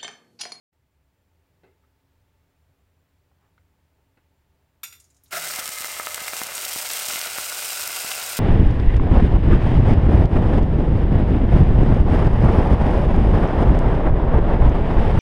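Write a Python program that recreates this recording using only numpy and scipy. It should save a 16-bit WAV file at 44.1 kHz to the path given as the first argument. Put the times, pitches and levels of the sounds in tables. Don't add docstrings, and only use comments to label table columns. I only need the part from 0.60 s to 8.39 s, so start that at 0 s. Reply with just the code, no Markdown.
import sys
import numpy as np
from scipy import signal
from scipy.fft import rfft, irfft
from scipy.io import wavfile

SR = 44100
rng = np.random.default_rng(int(sys.argv[2]) if len(sys.argv) > 2 else 0)


def wav_record(signal):
    frames = np.transpose(np.atleast_2d(signal))
    bounded = np.clip(frames, -1, 1)
    quanta = np.round(bounded * 32767).astype(np.int16)
    wavfile.write(sys.argv[1], SR, quanta)


N = 343539
TIME = np.arange(N) / SR

# f/Hz, level/dB
FLAME_SPECTRUM = [(15, -71), (25, -1.5), (46, -13), (64, -1), (84, 1), (113, -11.5), (160, -13), (188, -18),
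                  (267, -23), (537, -23.5), (598, -23.5), (826, -28), (2120, -31.5), (6380, -42.5),
                  (15500, -45.5)]
# f/Hz, level/dB
HISS_SPECTRUM = [(10000, -11), (13000, 2), (15000, 7)]
# f/Hz, bandwidth/Hz, level/dB
HUM_BANDS = [(71.4, 11.5, -83.5), (275.7, 13.6, -89), (396, 11.6, -95), (888, 81, -93), (7240, 90, -102)]
# t/s, gain/dB
BACKGROUND_FADE = [(0, -76), (.1, -66), (.13, 3), (.5, 5.5), (.9, 7.5)]
# t/s, level/dB, f/Hz, half length/s
SCUFF_EVENTS = [(2.84, -71, 950, .033), (3.385, -72, 430, .028)]
# t/s, level/dB, f/Hz, T60/s, clack level/dB
KNOCK_EVENTS = [(1.034, -51, 380, 0.3, -59.5), (1.236, -63.5, 1290, .08, -79), (2.714, -63, 750, .05, -80),
                (2.979, -59.5, 1450, 0.036, -57.5), (3.572, -58, 280, 0.11, -59.5)]
# f/Hz, level/dB
CLACK_SPECTRUM = [(160, 7), (260, -1), (600, -1.5), (900, 3), (1150, -10), (1480, 3), (1750, -8),
                  (2100, 4.5), (2400, -12), (2650, 0.5), (3000, -15), (4000, -13), (6000, -28),
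                  (15000, -39)]
# t/s, level/dB
TAP_EVENTS = [(4.2319, -27.5), (4.324, -41.5), (4.3492, -50.5)]
# f/Hz, level/dB, T60/s
METAL_MODES = [(1380, -4.5, .12), (1960, -8.5, .12), (2250, 2, 0.035), (2540, -2, 0.15), (2772, -7, 0.21),
               (3536, -0.5, .2), (3660, -9, .15), (4000, -11, .22), (4740, -13, 0.39), (5500, -13, 0.29),
               (5701, -12, 0.41), (6000, -10, 0.2), (6869, -8.5, 0.39), (6900, -7, .24), (7050, -13, .22),
               (8250, -9, 0.23), (8380, -7, 0.27), (9502, -7, .1), (9792, -14, .4), (11600, -7, .14),
               (12890, -4, 0.13), (14600, -16, .22)]
# f/Hz, level/dB
CLATTER_SPECTRUM = [(300, -27), (700, -16), (1400, -3.5), (1800, -7), (2300, 1), (3000, -12), (3500, -1),
                    (4300, -9), (5800, -1.5), (6400, -13), (7100, 5), (7700, -12), (9300, -3), (10300, -11),
                    (12400, -5), (12950, 4), (13500, -8), (15500, -10)]
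# t/s, level/dB, f/Hz
SPIT_EVENTS = [(4.3996, -42.5, 8000), (4.442, -52, 7000), (4.502, -52.5, 7000), (4.545, -57, 6900),
               (4.566, -54.5, 6780), (4.636, -47.5, 12200), (4.659, -55.5, 3940), (4.6795, -56.5, 7000),
               (5.95, -19, 8550), (6.435, -29, 2750), (7.535, -26, 2700)]
# f/Hz, level/dB
SHIMMER_SPECTRUM = [(1000, -21), (4000, -12), (5500, -1), (6300, -3), (6950, 6), (7700, -16), (8600, -1),
                    (12500, -17), (15500, -17)]
# t/s, level/dB, half length/s
RICE_CLUMPS = [(4.731, -27.5, 0.0047), (4.766, -30, 0.021), (4.852, -37, 0.028), (4.905, -34, 0.0045),
               (4.996, -41, 0.023)]
# f/Hz, level/dB
SPLAT_SPECTRUM = [(60, -8), (170, -8), (280, -12), (400, -5), (520, -26), (650, 4), (900, -18), (1370, 4.5),
                  (1700, 8.5), (2500, -4.5), (6000, -9)]
# f/Hz, bandwidth/Hz, gain/dB
BASE_MODES = [(130, 4, -3), (653, 41, 11.5), (1390, 76, 11), (5250, 37, 6)]
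# t/s, fizz level/dB, bubbling level/dB, half length/s
FRYING_FLARES = [(4.738, -40, -37, 0.0097), (4.88, -33, -60, .065), (4.983, -33.5, -36.5, 0.023),
                 (5.284, -33.5, -53, 0.057), (5.6, -57, -40.5, 0.035), (5.784, -34.5, -40, 0.033),
                 (5.916, -49, -39, 0.04), (6.48, -32.5, -44, 0.11), (7.192, -34.5, -53, 0.068),
                 (7.617, -48, -48, 0.085)]
# f/Hz, level/dB
BUBBLING_SPECTRUM = [(40, -14), (80, -12), (150, -14.5), (300, -19), (550, -2.5), (1000, -4.5),
                     (1400, -4.5), (1800, -2), (2400, -4), (3500, -9), (8000, -38.5)]
# f/Hz, level/dB
FIZZ_SPECTRUM = [(300, -26), (1200, -17.5), (2400, -3.5), (3600, -4.5), (5400, -0.5), (6300, -2.5),
                 (8700, 1), (9400, -0.5), (10200, -7.5), (12000, -2.5), (15800, -6.5)]
# t/s, level/dB, f/Hz, snap of the oil film (0-1), depth under the rice (0-1)
STEAM_POPS = [(4.9378, -17.5, 6660, .7, 0.2), (4.961, -21, 5730, .8, 0), (4.989, -27, 900, 1, .4),
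              (5.0576, -15, 6500, .4, 0.05), (5.0778, -12, 6660, .4, 0.2), (5.0916, -16, 9000, .6, 0.63),
              (5.2074, -17.5, 7000, .7, 0.4), (5.2457, -18, 1800, 1, 0.05), (5.3985, -16.5, 1350, .1, 0),
              (5.464, -13.5, 8000, 0.2, 0.15), (5.471, -16.5, 1808, .1, 0), (5.5451, -8, 7500, .6, 0.2),
              (5.5791, -25, 1130, .2, 0), (5.606, -21, 3140, 1, 0.1), (5.6179, -31, 2450, .4, 0.65),
              (5.6816, -15.5, 2180, .3, 0.14), (5.7345, -17, 1700, .5, 0.46), (5.8167, -19, 1200, 0.9, 1),
              (5.835, -9, 9800, 0.7, 0.2), (5.8688, -16.5, 5940, 1, 0.2), (5.98, -20, 2820, 1, 0.34),
              (6.0502, -17, 9500, .8, 0), (6.162, -29, 620, 0.9, 0.94), (6.3038, -15, 3180, 0.4, 0),
              (6.3345, -12, 9000, .7, 0.1), (6.487, -17, 8000, .9, 0.44), (6.5359, -13, 3650, .2, 0.43),
              (6.559, -15, 2330, 0.5, 0.6), (6.6146, -11.5, 4250, .5, 0), (6.6716, -17.5, 2800, 0.8, 0.33),
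              (6.7848, -19, 1270, 1, 0.51), (7.2764, -10, 9000, .8, 0), (7.4474, -28.5, 700, .5, 0.55),
              (7.5167, -13, 2500, 0.1, 0.2)]
# t/s, share (0-1)
SPOON_SHADING = [(4.7, 0.26), (5.05, 0.7), (5.16, 0.83), (5.66, 0.75), (5.8, 0.4), (6.5, 0.44),
                 (6.85, 0.07), (7.8, 0.04)]
# f/Hz, bandwidth/Hz, gain when open/dB, gain under the spoon/dB
CAVITY_MODES = [(378, 9, 8.5, 8), (500, 11, -5, 3.5), (607, 16, 7, 10), (683, 25, 4.5, 7), (755, 15, 7, 3),
                (950, 13, 4, 7.5), (1276, 68, -3.5, 11.5), (1365, 36, 9, -0.5), (1472, 69, 8.5, -1),
                (1815, 200, -5.5, 2.5), (2088, 33, 1, 14), (2533, 49, 4.5, -5), (2770, 70, 5, 1.5),
                (3875, 25, 7.5, 2), (4950, 59, 5.5, -7), (6800, 49, 4, 3), (8920, 70, 2.5, 1)]

LANDS_S, CATCH_S = 4.707, .035
FIZZ_HEAPED_DB, FIZZ_SPREAD_DB = -34, -29.5
SPREAD_S, SPREAD_TAKES_S = 5.984, 0.065
BUBBLING_DB, BUBBLING_DB_PER_S = -42.5, 2
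DRUM_HZ, DRUM_DB, DRUM_T60_S = 164, -49.5, 1.25
SMALL_POP_HZ = 1900, 11500
SMALL_POP_DB, SMALL_POP_DB_PER_OCTAVE, SMALL_POP_SPREAD_DB = 4.5, 1.5, 4.5
SNAP_HZ, SNAP_DB = 9500, 3
THUMP_HZ, THUMP_DB = 178, -35.5


def undb(db):
    return 10 ** (np.asarray(db) / 20)


def unit(x):
    return x / np.sqrt(np.mean(x ** 2) + 1e-18)


def curve(table):
    return np.interp(TIME, *np.transpose(table))


def add(out, s, sound):
    i = max(int(round(s * SR)), 0)
    out[i:i + len(sound)] += sound[:max(N - i, 0)]


def colour(x, points, size=4096):
    hz, db = np.transpose(points)
    bin_hz = np.maximum(np.arange(size // 2 + 1) * SR / size, 1)
    gain = undb(np.interp(np.log(bin_hz), np.log(hz), db))
    cepstrum = irfft(np.log(gain))
    cepstrum[1:size // 2] *= 2
    cepstrum[size // 2 + 1:] = 0
    response = irfft(np.exp(rfft(cepstrum)))
    return signal.oaconvolve(x, response / np.linalg.norm(response))[:len(x)]


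def resonate(x, hz, width):
    return signal.lfilter(*signal.iirpeak(hz, hz / width, fs=SR), x)


def noise_band(samples, hz, width):
    return unit(resonate(resonate(rng.standard_normal(samples), hz, width), hz, width))


def fade(t60):
    return np.exp(-np.log(1000) * TIME[:SR] / t60)


def swell(s, half_length):
    return np.exp(-.5 * ((TIME - s) / half_length) ** 2)


def wander(rate):
    return np.interp(TIME * rate, np.arange(N), rng.standard_normal(N)) * np.sqrt(3 / 2)


def impulses(rate, spread_db, ceiling_db):
    happens = rng.random(N) < rate / SR
    size = undb(np.minimum(spread_db * rng.standard_normal(N), ceiling_db))
    return unit(happens * size * np.sign(rng.standard_normal(N)))


def tail(t60):
    echoes = (rng.standard_normal(SR) * fade(t60))[:int(t60 * SR) + 1]
    return echoes / np.linalg.norm(echoes)


def scatter(x, t60):
    retained = np.exp(-2 * np.log(1000) / (t60 * SR))
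    energy = signal.lfilter([0, 1 - retained], [1, -retained], x ** 2)
    return np.sqrt(energy) * rng.standard_normal(N)


def flame_and_room():
    rush = colour(rng.standard_normal(N), FLAME_SPECTRUM) * undb(-71 + 0.17 * wander(2.5))
    hum = sum(undb(db + 0.62 * wander(2)) * noise_band(N, hz, width) for hz, width, db in HUM_BANDS)
    hiss = undb(-89.5) * colour(rng.standard_normal(N), HISS_SPECTRUM)
    return (rush + hum + hiss) * undb(curve(BACKGROUND_FADE))


def scuffs():
    return sum(undb(db) * swell(s, half_length) * noise_band(N, hz, width=hz)
               for s, db, hz, half_length in SCUFF_EVENTS)


def knocks():
    out = np.zeros(N)
    for s, db, hz, t60, clack_db in KNOCK_EVENTS:
        body = noise_band(SR, hz, width=.5 * hz)
        ring = undb(-1.5) * np.sin(2 * np.pi * hz * TIME[:SR])
        clack = undb(clack_db) * colour(rng.standard_normal(SR), CLACK_SPECTRUM)
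        add(out, s, (undb(db) * (body + ring) / np.sqrt(2) + clack) * fade(t60))
    return out


def spoon_taps():
    out, t = np.zeros(N), TIME[:SR]
    attack = 1 - np.exp(-t / 0.0022)
    for s, db in TAP_EVENTS:
        ring = 0
        for hz, mode_db, t60 in METAL_MODES:
            phase, twin_phase, split = rng.random(3)
            twin_hz = hz + 25 + 50 * split
            mode = np.sin(2 * np.pi * (hz * t + phase))
            twin = .5 * np.sin(2 * np.pi * (twin_hz * t + twin_phase))
            ring = ring + undb(mode_db) * fade(t60) * (mode + twin)
        decay = fade(.05) + undb(-13) * fade(.3)
        clatter = colour(rng.standard_normal(SR) * decay, CLATTER_SPECTRUM)
        add(out, s, undb(db) * attack * (undb(-10) * ring + undb(-0.5) * clatter))
    return out


def spits():
    out = np.zeros(N)
    for s, db, hz in SPIT_EVENTS:
        tick = unit(resonate(rng.standard_normal(SR), hz, width=0.25 * hz)) * fade(0.079)
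        shimmer = colour(rng.standard_normal(SR), SHIMMER_SPECTRUM) * fade(0.37)
        add(out, s, undb(db - 7.5) * (tick + undb(-11) * shimmer))
    return out


def rice_landing():
    shower = sum(undb(db) * swell(s, half_length) for s, db, half_length in RICE_CLUMPS)
    impacts = shower * impulses(rate=5400, spread_db=-0.5, ceiling_db=6)
    base = sum(undb(db) * resonate(impacts, hz, width) for hz, width, db in BASE_MODES)
    out = undb(-2) * colour(impacts, SPLAT_SPECTRUM) + undb(2) * base
    drum = undb(DRUM_DB) * np.sin(2 * np.pi * DRUM_HZ * TIME[:SR]) * fade(DRUM_T60_S)
    add(out, RICE_CLUMPS[0][0], drum)
    return out


def frying_levels():
    age = TIME - LANDS_S
    onset = np.clip(age / CATCH_S, 0, 1)
    spread = .5 + .5 * np.tanh((TIME - SPREAD_S) / SPREAD_TAKES_S)
    fizz_power = undb(FIZZ_HEAPED_DB + spread * (FIZZ_SPREAD_DB - FIZZ_HEAPED_DB)) ** 2
    bubble_power = undb(BUBBLING_DB + BUBBLING_DB_PER_S * age) ** 2
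    for s, fizz_db, bubble_db, half_length in FRYING_FLARES:
        flare = swell(s, half_length)
        fizz_power += undb(fizz_db) ** 2 * flare
        bubble_power += undb(bubble_db) ** 2 * flare
    return [10 * np.log10(onset * power + 1e-18) for power in (fizz_power, bubble_power)]


def bubbling(level_db):
    bubbles = impulses(rate=2500, spread_db=3.5, ceiling_db=13.5)
    bubbles *= undb(level_db - 3.5 + 0.96 * wander(30))
    return colour(bubbles + undb(-7) * scatter(bubbles, t60=.035), BUBBLING_SPECTRUM)


def fizz(level_db):
    crackle = impulses(rate=2000, spread_db=7, ceiling_db=14)
    hiss = impulses(rate=18000, spread_db=1, ceiling_db=12)
    flurry_db = 1.2 * wander(80) + .5 * wander(25)
    steam = (undb(-4) * crackle + undb(-7) * hiss) * undb(level_db + flurry_db)
    return colour(steam + undb(-7) * scatter(steam, t60=.02), FIZZ_SPECTRUM)


def pressure_swing(hz):
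    half = int(.7 * SR / hz) + 2
    phase = 2 * np.pi * hz * np.arange(-half, half + 1) / SR
    return -phase * np.exp((1 - phase ** 2) / 2)


def spatter(level_db):
    out = np.zeros(N)
    for hz in np.geomspace(1500, 9000, num=7):
        ticks = impulses(rate=45, spread_db=0.5, ceiling_db=5.5) * undb(level_db - 19.5)
        reflections = undb(-2.5) * scatter(ticks, t60=0.026)
        pulse = pressure_swing(hz)
        out += signal.oaconvolve(ticks + reflections, pulse / np.linalg.norm(pulse), "same")
    return out


def add_pop(out, s, peak, hz):
    pulse = pressure_swing(hz)
    trail_db = -5 + 1.2 * np.log2(hz / 2500)
    sound = undb(trail_db) * signal.fftconvolve(pulse, tail(t60=0.011))
    sound[:len(pulse)] += pulse
    lead_s = len(pulse) // 2 / SR
    add(out, s - lead_s, peak * sound)


def small_pops(level_db, count):
    out = np.zeros(N)
    low_hz, high_hz = SMALL_POP_HZ
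    for k, (when, size, strength) in enumerate(rng.random((count, 3))):
        s = LANDS_S + (TIME[-1] - LANDS_S) * (k + when) / count
        octaves = size * np.log2(high_hz / low_hz)
        db = SMALL_POP_DB + SMALL_POP_DB_PER_OCTAVE * octaves + SMALL_POP_SPREAD_DB * (2 * strength - 1)
        add_pop(out, s, undb(np.interp(s, TIME, level_db) + db), low_hz * 2 ** octaves)
    return out


def big_pops():
    out = np.zeros(N)
    for s, db, hz, snap, depth in STEAM_POPS:
        add_pop(out, s, undb(db), hz)
        add_pop(out, s, snap * undb(db + SNAP_DB), SNAP_HZ)
        add_pop(out, s, depth * undb(THUMP_DB), THUMP_HZ)
    return out


def pot_air(x):
    shading = curve(SPOON_SHADING)
    for hz, width, open_db, shaded_db in CAVITY_MODES:
        gain = undb(open_db + shading * (shaded_db - open_db))
        x = x + (gain - 1) * resonate(x, hz, width)
    return x


def scene():
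    fizz_db, bubble_db = frying_levels()
    sizzle = fizz(fizz_db) + bubbling(bubble_db) + spatter(fizz_db)
    pops = big_pops() + small_pops(fizz_db, count=60)
    oil = sizzle + pops + rice_landing() + spits()
    direct = pot_air(oil) + spoon_taps() + knocks() + scuffs()
    reverberation = undb(-15) * signal.oaconvolve(direct, tail(t60=.33))[:N]
    return (direct + reverberation + flame_and_room())[None]


def record(dry):
    rounded = .5 * np.tanh(dry / .5)
    highpass = signal.butter(1, 45, "highpass", fs=SR, output="sos")
    lowpass = signal.ellip(10, .2, 70, 15850, fs=SR, output="sos")
    thinned = signal.sosfilt(highpass, rounded)
    notched = thinned - .55 * resonate(thinned, hz=47, width=20)
    return signal.sosfilt(lowpass, notched)


dry = scene()
out = record(dry)
wav_record(out)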